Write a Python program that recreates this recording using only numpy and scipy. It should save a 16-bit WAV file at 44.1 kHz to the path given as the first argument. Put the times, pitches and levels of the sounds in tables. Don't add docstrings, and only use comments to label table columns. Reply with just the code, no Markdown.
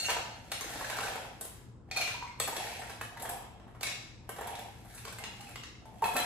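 import sys
import numpy as np
from scipy import signal
from scipy.fft import rfft, irfft, next_fast_len
from scipy.io import wavfile
from scipy.ndimage import uniform_filter1d

SR = 44100
rng = np.random.default_rng(int(sys.argv[2]) if len(sys.argv) > 2 else 0)


def master_out(mix):
    frames = np.transpose(np.atleast_2d(mix))
    ceiling = np.clip(frames, -1, 1)
    pcm = np.round(ceiling * 32767).astype(np.int16)
    wavfile.write(sys.argv[1], SR, pcm)


def nominal_scale(level):
    x = np.asarray(level, float) / 20
    return 10 ** x


N = 275668

# pitch_hz, density_db_per_hz
DRONE = [(15, -55), (25, -23), (43, 2.5), (84, 2), (104, -0.5), (174, -4.5), (256, -1), (331, -11.5),
         (358, -23), (407, -4), (451, -30), (1060, -16), (1410, -32), (1520, -42), (12000, -55),
         (15600, -96), (22000, -120)]
# pitch_hz, width_hz, level_db
HUM = (115.8, 14.6, -58)
# pitch_hz, correlation
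LIKENESS = [(100, 0.77), (500, 0.62), (1500, 0.11), (4000, 0.071), (6500, 0.087), (8500, 0.4), (12000, 0.7)]
# start_s, blow_db
RIM_HITS = [
    (.001, -33),
    (.048, -36),
    (.055, -33),
    (.062, -34),
    (.095, -42.5),
    (.165, -48),
]
# pitch_hz, level_db, t60_s
RIM_MODES = [(2770, -5.5, 0.075), (2800, -12, 0.1), (4440, -28, 0.068), (4350, -2, 0.09),
             (4450, -35, 0.083), (5663, -12, 0.056), (6464, -11.5, 0.1), (6656, -6.5, 0.061),
             (7480, -10.5, 0.078), (8600, -11.5, 0.069)]
# start_s, blow_db
TIN_HITS = [
    (1.913, -37.5),
    (1.963, -30),
    (1.972, -29),
    (1.99, -38),
    (2.012, -36.5),
    (2.07, -38),
    (2.085, -44),
]
# pitch_hz, level_db, t60_s
TIN_MODES = [(767, -9.5, 0.07), (2410, -23, 0.11), (2469, -4.5, 0.093), (2625, -17, 0.068),
             (4290, -11, 0.06), (4300, -14, 0.087), (6210, -8, 0.037)]
# start_s, blow_db
BOWL_HITS = [(.086, -35), (.1, -47), (.165, -52), (.195, -65), (3.251, -51), (3.291, -70), (4.384, -51),
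             (4.461, -55), (6.04, -36.5), (6.058, -47), (6.09, -49), (6.134, -43.5), (6.164, -34),
             (6.178, -38), (6.2, -50)]
# pitch_hz, level_db, t60_s
BOWL_MODES = [(526, -20, 0.13), (616, -22, 0.23), (728.3, -4.5, 0.28), (809, -6, 0.25), (864, -8.5, 0.43),
              (909, -4.5, 0.28), (972, -10, 0.22), (1344, -6.5, 0.18), (1410, -17, 0.062),
              (1543, -7, 0.029), (1689, -10, 0.14), (1784, -10, 0.068), (2086, -7, 0.056),
              (2595, -6, 0.057), (3288, -6, 0.057), (4020, -15, 0.07), (7850, -29, 0.085)]
# start_s, level_db, pitch_hz, t60_s
RINGS = [(.001, -35, 4350, .2), (.03, -33, 4350, .12), (.056, -31, 4345, .08), (.05, -31, 2778, .12),
         (.1, -31, 2500, .04), (.105, -31, 1300, .04), (.194, -33, 760, .06), (1.962, -33, 4305, .12),
         (1.99, -33, 2450, .06), (2.02, -32, 2385, .07), (2.045, -38, 4240, .1), (2.401, -38, 3300, .12),
         (2.401, -38, 1250, .08), (3.014, -40, 2580, .08), (3.013, -37, 1170, .02),
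         (3.038, -38, 1700, .012), (3.052, -46, 2550, .05), (3.03, -51, 3900, .15), (3.165, -44, 921, .15),
         (3.171, -44, 1670, .1), (3.215, -41, 550, .04), (3.237, -42, 1700, .012), (3.27, -39, 800, .04),
         (3.365, -40, 800, .06), (3.467, -46, 929, .03), (3.251, -37, 1650, .02), (3.253, -37, 915, .04),
         (3.29, -35, 1660, .025), (3.312, -35, 762, .03), (3.337, -38, 786, .08), (3.33, -41, 1660, .015),
         (3.443, -45, 875, .03), (3.8093, -40, 4510, .015), (3.858, -36, 2190, .06),
         (3.868, -35, 2440, .07), (3.868, -38, 3940, .03), (3.9245, -37, 2170, .04), (3.92, -38, 2750, .05),
         (3.925, -39, 3800, .04), (3.96, -41, 4000, .04), (6.025, -23, 910, .12), (6.037, -26, 900, .08),
         (6.057, -22, 880, .025), (6.056, -41, 4037, .05), (6.089, -34, 902, .2), (6.144, -32, 888, .03),
         (6.165, -32, 1360, .08), (6.222, -36, 3270, .06)]
# start_s, level_db, pitch_hz, t60_s
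EARLY_CLACKS = [(.642, -36, 1730, .012), (.645, -36, 500, .03), (.757, -35, 738, .03),
                (.762, -43, 4300, .03), (.812, -31, 912, .02), (.83, -36, 1000, .015),
                (.845, -32, 1650, .02), (.899, -31, 1850, .015), (.928, -29, 1590, 0.016),
                (.955, -35, 1600, .04), (.987, -25.5, 1440, 0.014), (.995, -30, 1300, .012),
                (1.005, -34.5, 2800, .05), (1.034, -28, 1530, .03), (1.045, -31, 1560, .012),
                (1.034, -40, 3900, .05), (1.069, -30, 1400, .015), (1.075, -32, 2500, .02),
                (1.087, -29, 780, .02), (1.155, -31.5, 727, .025), (1.178, -33, 900, 0.044),
                (1.219, -37, 716, 0.034), (1.251, -38, 896, .03), (1.913, -40, 2465, 0.11),
                (1.965, -31, 2465, 0.13), (2.012, -33, 4235, .1), (2.075, -38, 2400, .1),
                (2.078, -36, 2750, .05), (2.225, -37, 975, 0.11), (2.415, -37.5, 2600, 0.092),
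                (2.445, -38, 2600, .08), (2.475, -34, 1800, 0.009), (2.487, -34, 915, 0.036),
                (2.527, -34, 907, 0.071), (2.567, -37, 3450, .07), (2.585, -38, 2600, .03),
                (2.608, -33, 756, 0.027), (2.67, -40, 1750, .04), (2.675, -36, 856, .03),
                (2.705, -37, 700, .02), (2.728, -37.5, 918, 0.037), (2.818, -37, 1800, 0.016)]
# start_s, level_db, pitch_hz, t60_s
LATE_CLACKS = [(2.49, -38, 420, .05), (2.53, -39, 500, .05), (2.58, -40, 350, .06), (6.15, -36, 250, .12),
               (6.2, -39, 260, .1), (.66, -42, 330, .08), (.76, -41, 300, .08), (4.292, -36, 697, 0.034),
               (4.302, -48, 1840, 0.044), (4.362, -41, 1700, .012), (4.39, -36, 818, .02),
               (4.411, -35.5, 915, .025), (4.411, -39, 1690, .02), (4.422, -39, 1650, .015),
               (4.462, -33, 746, .03), (4.484, -38, 760, .03), (4.497, -38, 800, .015),
               (4.48, -43, 3400, .03), (4.531, -39, 764, .03), (4.531, -42, 3200, .02),
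               (4.553, -40, 3400, .015), (4.555, -41, 4000, .015), (4.588, -41, 1700, .03),
               (4.596, -43, 3450, .04), (4.625, -48, 2000, .012), (4.659, -41, 805, .03),
               (4.685, -43, 802, 0.032), (5.051, -41, 1100, .02), (5.0754, -41, 1100, .04),
               (5.1248, -45, 1520, .05), (5.125, -39, 8000, 0.011), (5.186, -39, 7800, .006),
               (5.1862, -40, 3000, .004), (5.2241, -40, 796, .04), (5.259, -42, 2840, .02),
               (5.297, -43, 2800, .015), (5.4077, -45, 7000, .004), (5.416, -45, 8000, .004),
               (5.4, -49, 800, .08), (5.471, -47, 2580, 0.088), (5.538, -46, 2530, .04),
               (5.5585, -39, 2080, 0.035), (5.6355, -42, 4310, .015), (5.7534, -51, 2110, .03)]
# peak_s, swell_s, ebb_s, level_db, brightness_db_per_band_step
PUSHES = [(2.82, 0.17, .15, -54, 0), (3.68, 0.17, 0.14, -58.5, -6.5), (4.6, .15, .2, -53, 3),
          (.06, 0.49, 0.048, -34, 4.5), (.29, 0.067, 0.2, -49.5, -5), (.7, 0.17, .3, -37.5, 2),
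          (1.0, 0.62, 0.32, -34.5, 1.5), (1.12, 0.26, 0.28, -42, -5), (1.52, 0.25, 0.17, -54, 0.5),
          (1.98, 0.09, 0.19, -39, -3.5), (2.11, 0.047, 0.068, -39, 0.5), (2.6, 0.2, 0.48, -34, 0.5),
          (3.28, 0.23, 0.31, -45, -8), (3.88, 0.2, 0.21, -49, 0.5), (4.47, 0.21, 0.32, -39.5, -4),
          (4.98, 0.4, 0.37, -49, 3.5), (5.22, .2, 0.19, -50, -4), (5.52, 0.61, 0.14, -49, 1.5),
          (5.9, 0.21, 0.28, -60.5, -9.5), (6.2, 0.21, 0.083, -33.5, 2)]
# start_s, crack_db, thud_db, tick_db
LARGE = [(1.037, -23, -37, -59), (6.03, -32, -30, -55), (3.0115, -28.5, -35, -41), (0.084, -30, -33, -67),
         (6.155, -45, -30.5, -44), (0.13, -39, -46, -63), (.9858, -22.5, -33, -44.5),
         (1.41, -29.5, -42, -35.5), (1.4506, -36, -44, -41.5), (2.2254, -39, -54, -64),
         (3.809, -26, -41, -47), (5.0503, -28, -41, -47), (6.0209, -45, -32.5, -44.5),
         (6.165, -18.5, -33.5, -28.5)]
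# start_s, crack_db, thud_db, tick_db
MIDDLING = [(0.8085, -27.5, -34, -56), (.93, -32, -39, -55), (0.757, -26, -36, -60),
            (.845, -22.5, -42, -49), (0.899, -21, -34, -41), (1.08, -25.5, -37, -50),
            (1.1549, -34.5, -33, -42.5), (2.4749, -25, -29, -33.5), (2.818, -36, -41.5, -57),
            (2.8953, -28.5, -41.5, -48), (3.677, -62, -50.5, -68), (3.0387, -42, -55, -60),
            (3.1708, -35, -43, -52), (3.1975, -31.5, -40.5, -45), (3.2203, -33, -45, -35),
            (3.252, -30, -36, -54), (3.2915, -28, -39, -33.5), (3.5962, -48, -49, -74),
            (3.747, -54, -46, -68), (4.362, -34, -43, -49), (4.3853, -48, -35.5, -49),
            (4.4092, -35, -35.5, -45.5), (4.4708, -32, -45, -41.5), (4.5884, -35, -40, -43.5),
            (4.9473, -51, -57, -44), (5.125, -36, -45, -46), (5.854, -43, -51, -60), (6.057, -36, -45, -38),
            (6.136, -41, -55, -39)]
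# start_s, crack_db, thud_db, tick_db
SMALL = [(.094, -16, -32, -45), (0.1019, -17, -40, -36), (.113, -27, -33, -55), (4.849, -57, -51.5, -60),
         (0.517, -17, -34.5, -36.5), (.609, -23.5, -36.5, -41.5), (1.912, -22.5, -49, -55),
         (1.963, -26, -38.5, -42), (1.9707, -18, -42, -40), (2.0138, -16, -50, -40.5),
         (2.0749, -22, -40, -52), (2.277, -39.5, -62, -74), (3.8302, -16, -40, -35),
         (3.869, -17.5, -39, -53), (3.895, -29, -45, -59), (4.2908, -35, -34, -41),
         (4.9784, -33.5, -50, -54), (5.079, -29, -41.5, -49), (5.1854, -33, -48, -46.5),
         (5.3662, -39.5, -65, -67), (5.408, -34, -48.5, -52), (5.4894, -44, -50, -52),
         (5.5567, -28.5, -43, -53), (6.041, -22, -31.5, -40), (6.088, -42, -57, -43)]
# start_s, crack_db, thud_db, tick_db
CHIPS = [
    (5.2379, -23.5, -39.5, -57),
    (0.1654, -27, -32, -62),
    (2.3991, -16.5, -33, -31.5),
    (2.5644, -22, -36.5, -40.5),
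    (4.5522, -29, -56, -55),
    (5.6346, -28.5, -55, -76),
    (6.2002, -29, -54, -45),
]
# clack_hz, clack_db, t60_s, rise_share
SIZES = [
    (1370, 1, 0.029, 0.044),
    (1650, 0, 0.037, 0.079),
    (2490, -4, .032, 0.03),
    (3940, -14.5, 0.033, 0.027),
]
# start_s, level_db,
# pitch_hz, t60_s
POPS = [(2.145, -36.5, 972, 0.087), (2.225, -34, 975, 0.069), (2.24, -36.5, 1100, 0.031),
        (2.276, -42, 2130, 0.03), (2.402, -25, 522, 0.025), (3.015, -28, 1710, 0.0085),
        (2.4, -25, 7980, 0.028), (2.6, -44, 2600, 0.1), (3.172, -44, 2000, 0.046),
        (5.856, -49.5, 880, 0.37), (6.041, -31, 2570, 0.064), (5.856, -54, 730, 0.15),
        (1.414, -40, 11000, .012), (0.609, -35, 6380, 0.035), (5.4, -53, 810, 0.47), (5.24, -47, 920, 0.16),
        (2.8, -48, 8100, 0.045), (2, -38, 2540, 0.057), (3.83, -40, 2160, 0.076), (3.829, -37, 2550, 0.054),
        (3.832, -38, 3960, 0.03), (5.187, -48, 2095, 0.2), (.165, -32, 780, 0.037),
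        (5.238, -41, 2800, 0.041), (6.024, -25, 900, 0.1), (6.056, -27, 904, 0.044),
        (6.088, -33, 907, 0.13), (6.165, -35, 2424, 0.074), (6.172, -35.5, 4037, 0.093),
        (2.012, -30, 2385, .07)]
# start_s, level_db
SNAPS = [
    (0.516, -39.5),
    (0.987, -35),
    (1.971, -28),
    (2.226, -27),
    (2.406, -32),
    (3.012, -19),
    (5.186, -27),
    (5.238, -31),
    (5.635, -37),
]
# pitch_hz, t60_s, level_db
ECHO = [(250, 0.27, 6.5), (580, 0.66, -3.5), (1440, 0.74, -0.5), (3300, 0.68, 3), (5960, 0.78, -2),
        (9300, 0.41, 4), (15100, 0.51, -8)]
# pitch_hz, left_lead_rad, left_over_right_db
PORTS = [(0, 0, 3.5), (744, 0.59, 0), (1300, 0.5, -0.5), (3080, -1.63, 0.5), (4430, -1.38, 1.5),
         (5370, -np.pi, 2), (8000, 0.5, 1), (16400, 15, 2)]
# pitch_hz, floor_db, under_pair_sum_db
SILENT_UNDER = [(4970, -120, -16), (7580, -115, -8), (9430, -104, -3), (11100, -108, -7), (12800, -99, -3),
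                (14900, -99, -5), (15900, -93.5, -2)]

PUSH_FADE_DB = 22.5
CLACK_NEAR_SHARE = 0.6


def unit_power(x):
    return x / np.sqrt(np.mean(x ** 2) + 1e-20)


def at_hz(points, hz, axis=1):
    points = np.array(points)
    return np.interp(np.log(hz), np.log(points[:, 0]), points[:, axis])


def band(x, low_hz, high_hz):
    return signal.sosfilt(signal.butter(2, [low_hz, high_hz], "band", fs=SR, output="sos"), x)


def diffuse(size, gain_of_band):
    out = 0
    edges_hz = 22 * 2 ** np.arange(0, 9.6, .5)
    white = rng.standard_normal((2, 2, size))
    for k, (low_hz, high_hz) in enumerate(zip(edges_hz, edges_hz[1:])):
        mid, side = band(white[k % 2], low_hz, high_hz)
        hz = np.sqrt(low_hz * high_hz)
        alike = np.clip(at_hz(LIKENESS, hz), -1, 1)
        stereo = np.sqrt(1 + alike) * mid + np.sqrt(1 - alike) * side * [[1], [-1]]
        out = out + gain_of_band(hz) * stereo
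    return out


def drone(rumble_db=-54):
    hz, width_hz, hum_db = HUM
    hum = unit_power(band(rng.standard_normal(N), hz - width_hz / 2, hz + width_hz / 2))
    rumble = unit_power(diffuse(N, lambda hz: nominal_scale(at_hz(DRONE, hz))))
    return nominal_scale(rumble_db) * rumble + nominal_scale(hum_db) * hum


def ring(clicks, hz, t60_s):
    r = nominal_scale(-60 / (t60_s * SR))
    w = 2 * np.pi * hz / SR
    return signal.lfilter([0, np.sin(w)], [1, -2 * r * np.cos(w), r * r], clicks + 1e-18)


def struck(hits, modes, spread_db, waver_share=0.82):
    start_s, blow_db = np.transpose(hits)
    luck = rng.standard_normal((len(start_s), len(modes)))
    out = np.zeros(N)
    for k, (hz, level_db, t60_s) in enumerate(modes):
        clicks = np.zeros(N)
        clicks[(start_s * SR).astype(int)] = nominal_scale(blow_db + level_db + spread_db * luck[:, k])
        knots = N // 441 + 2
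        waver = np.interp(np.arange(N) / 441, np.arange(knots), rng.standard_normal(knots))
        out += ring(clicks, hz, t60_s) * (1 + waver_share * waver)
    return out


def clacks():
    out = np.zeros(N + 8000)
    t = np.arange(8000) / SR
    for start_s, level_db, hz, t60_s in EARLY_CLACKS + LATE_CLACKS + RINGS:
        at = int(start_s * SR)
        out[at:at + 8000] += nominal_scale(level_db - 60 * t / t60_s) * np.sin(2 * np.pi * hz * t)
    return out[:N]


def pushes(step):
    t = np.arange(0, N + 64, 64) / SR
    power = 0
    for peak_s, swell_s, ebb_s, level_db, bright_db in PUSHES:
        away = np.maximum((peak_s - t) / swell_s, (t - peak_s) / ebb_s)
        power = power + nominal_scale(level_db + step * bright_db - PUSH_FADE_DB * away) ** 2
    return np.interp(np.arange(N) / SR, t, np.sqrt(power))


def slither(per_s=600, uneven_db=5.5, cycles=14.0):
    boom, scrape, grit, fizz = (pushes(step) for step in range(-1, 3))
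    sizes = nominal_scale(uneven_db * np.minimum(rng.exponential(1, N), 2.6)) * rng.choice([-1, 1], N)
    grains = sizes * (rng.random(N) < per_s / SR)
    dealt = rng.integers(0, len(BOWL_MODES), N)
    shell, cubes = np.zeros((2, N))
    cube_hz = np.geomspace(550, 4200, len(BOWL_MODES))
    for k, (hz, level_db, t60_s) in enumerate(BOWL_MODES):
        own = grains * (dealt == k)
        shell += nominal_scale(level_db) * ring(own, hz, 0.22 * t60_s)
        cubes += ring(own, cube_hz[k], cycles / cube_hz[k])
    mix = unit_power(shell) + 0.5 * unit_power(cubes) + 0.5 * unit_power(band(grains, 630, 4500))
    out = nominal_scale(-7.0) * boom * unit_power(band(mix, 410, 1265))
    out += nominal_scale(-8.5) * scrape * unit_power(band(mix, 1310, 3580))
    out += nominal_scale(-14.5) * grit * unit_power(band(mix, 3000, 7400))
    return out + nominal_scale(-19.5) * fizz * unit_power(band(grains, 8440, 14000))


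def knocks(pitch_spread=0.064):
    t = np.arange(3000) / SR
    crack, thud, tick, clack = np.zeros((4, N + 3000))
    for rows, (size_hz, clack_db, t60_s, rise) in zip((LARGE, MIDDLING, SMALL, CHIPS), SIZES):
        fall = nominal_scale(-60 * t / t60_s) * (1 - np.exp(-t / (rise * t60_s)))
        for start_s, crack_db, thud_db, tick_db in rows:
            burst = rng.standard_normal((3, 3000))
            at = slice(int(start_s * SR), int(start_s * SR) + 3000)
            hz = size_hz * (1 + pitch_spread * rng.standard_normal())
            body = band(burst[0] * fall ** 0.82, 0.942 * hz, 1.142 * hz)
            crack[at] += nominal_scale(crack_db - 4.5) * burst[0] * fall
            clack[at] += nominal_scale(crack_db + clack_db) * body
            thud[at] += nominal_scale(thud_db + 12.5) * burst[1] * fall ** 0.58
            tick[at] += nominal_scale(tick_db + 11) * burst[2] * fall
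    out = band(crack, 1330, 6660) + clack + band(thud, 382, 1297) + band(tick, 8010, 14200)
    return out[:N]


def pops():
    out = np.zeros(N)
    for start_s, level_db, hz, t60_s in POPS:
        out += struck([(start_s, level_db)], [(hz, 0, t60_s)], 0, waver_share=0.17)
    return out


def snaps():
    start_s, level_db = np.transpose(SNAPS)
    clicks = np.zeros(N)
    clicks[(start_s * SR).astype(int)] = nominal_scale(level_db + 16.0)
    return band(clicks + 1e-18, 670, 2150)


def kitchen(x):
    t = np.arange(SR) / SR
    echo = diffuse(SR, lambda hz: nominal_scale(at_hz(ECHO, hz, axis=2) - 60 * t / at_hz(ECHO, hz)))
    echo *= nominal_scale(-32) * np.clip((t - .002) / 0.0014, 0, 1)
    return x + signal.fftconvolve(x[None], echo, axes=1)[:, :N]


def scene():
    steel = struck(RIM_HITS, RIM_MODES, 0.55, waver_share=0.68)
    steel += struck(TIN_HITS, TIN_MODES, 2.0, waver_share=0.36)
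    steel += struck(BOWL_HITS, BOWL_MODES, 3.9) + pops()
    snap, clack = snaps(), clacks()
    counter = band(steel, 340, 18000) + knocks() + slither()
    counter += 0.36 * snap + (1 - CLACK_NEAR_SHARE) * clack
    near = 0.57 * snap + CLACK_NEAR_SHARE * clack
    return kitchen(counter) + near + drone()


def ports(x):
    size = next_fast_len(N + 1024)
    hz, lead_rad, left_db = np.transpose(PORTS)
    grid_hz = np.fft.rfftfreq(size, 1 / SR)
    half = nominal_scale(np.interp(grid_hz, hz, left_db) / 2) * np.exp(.5j * np.interp(grid_hz, hz, lead_rad))
    return irfft(rfft(x, size) * np.stack([half, 1 / half]), size)[:, :N]


def thin_treble(x, follow=0.54, chance_db=3.5):
    hz, _, z = signal.stft([[.5, 0.46], [.5, -0.53]] @ x, SR, nperseg=1536)
    power = np.abs(z) ** 2 + 1e-20
    loud_db = 10 * np.log10(power.sum(axis=(0, 1))) + 45
    edges = np.searchsorted(hz, np.arange(5000, 16500, 300))
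    for low, high in zip(edges, edges[1:]):
        each = uniform_filter1d(power[:, low:high].mean(axis=1), size=7)
        chance = uniform_filter1d(rng.standard_normal(each.shape), size=4)
        level_db = 10 * np.log10(each) + chance_db * chance
        pair_db = 10 * np.log10(each.sum(axis=0))
        audible = level_db > at_hz(SILENT_UNDER, hz[low]) + follow * loud_db
        rivals = level_db > pair_db + at_hz(SILENT_UNDER, hz[low], axis=2)
        z[:, low:high] *= (audible & rivals)[:, None]
    return [[1, 0.9], [1, -0.93]] @ signal.istft(z, SR, nperseg=1536)[1][:, :N]


def band_limit(x):
    return signal.sosfilt(signal.butter(12, 16660, fs=SR, output="sos"), x)


def record(dry):
    top_cut = signal.cheby2(12, 60, 16300, fs=SR, output="sos")
    mix = thin_treble(signal.sosfilt(top_cut, ports(dry)))
    return band_limit(mix)


dry = scene()
out = record(dry)
master_out(out)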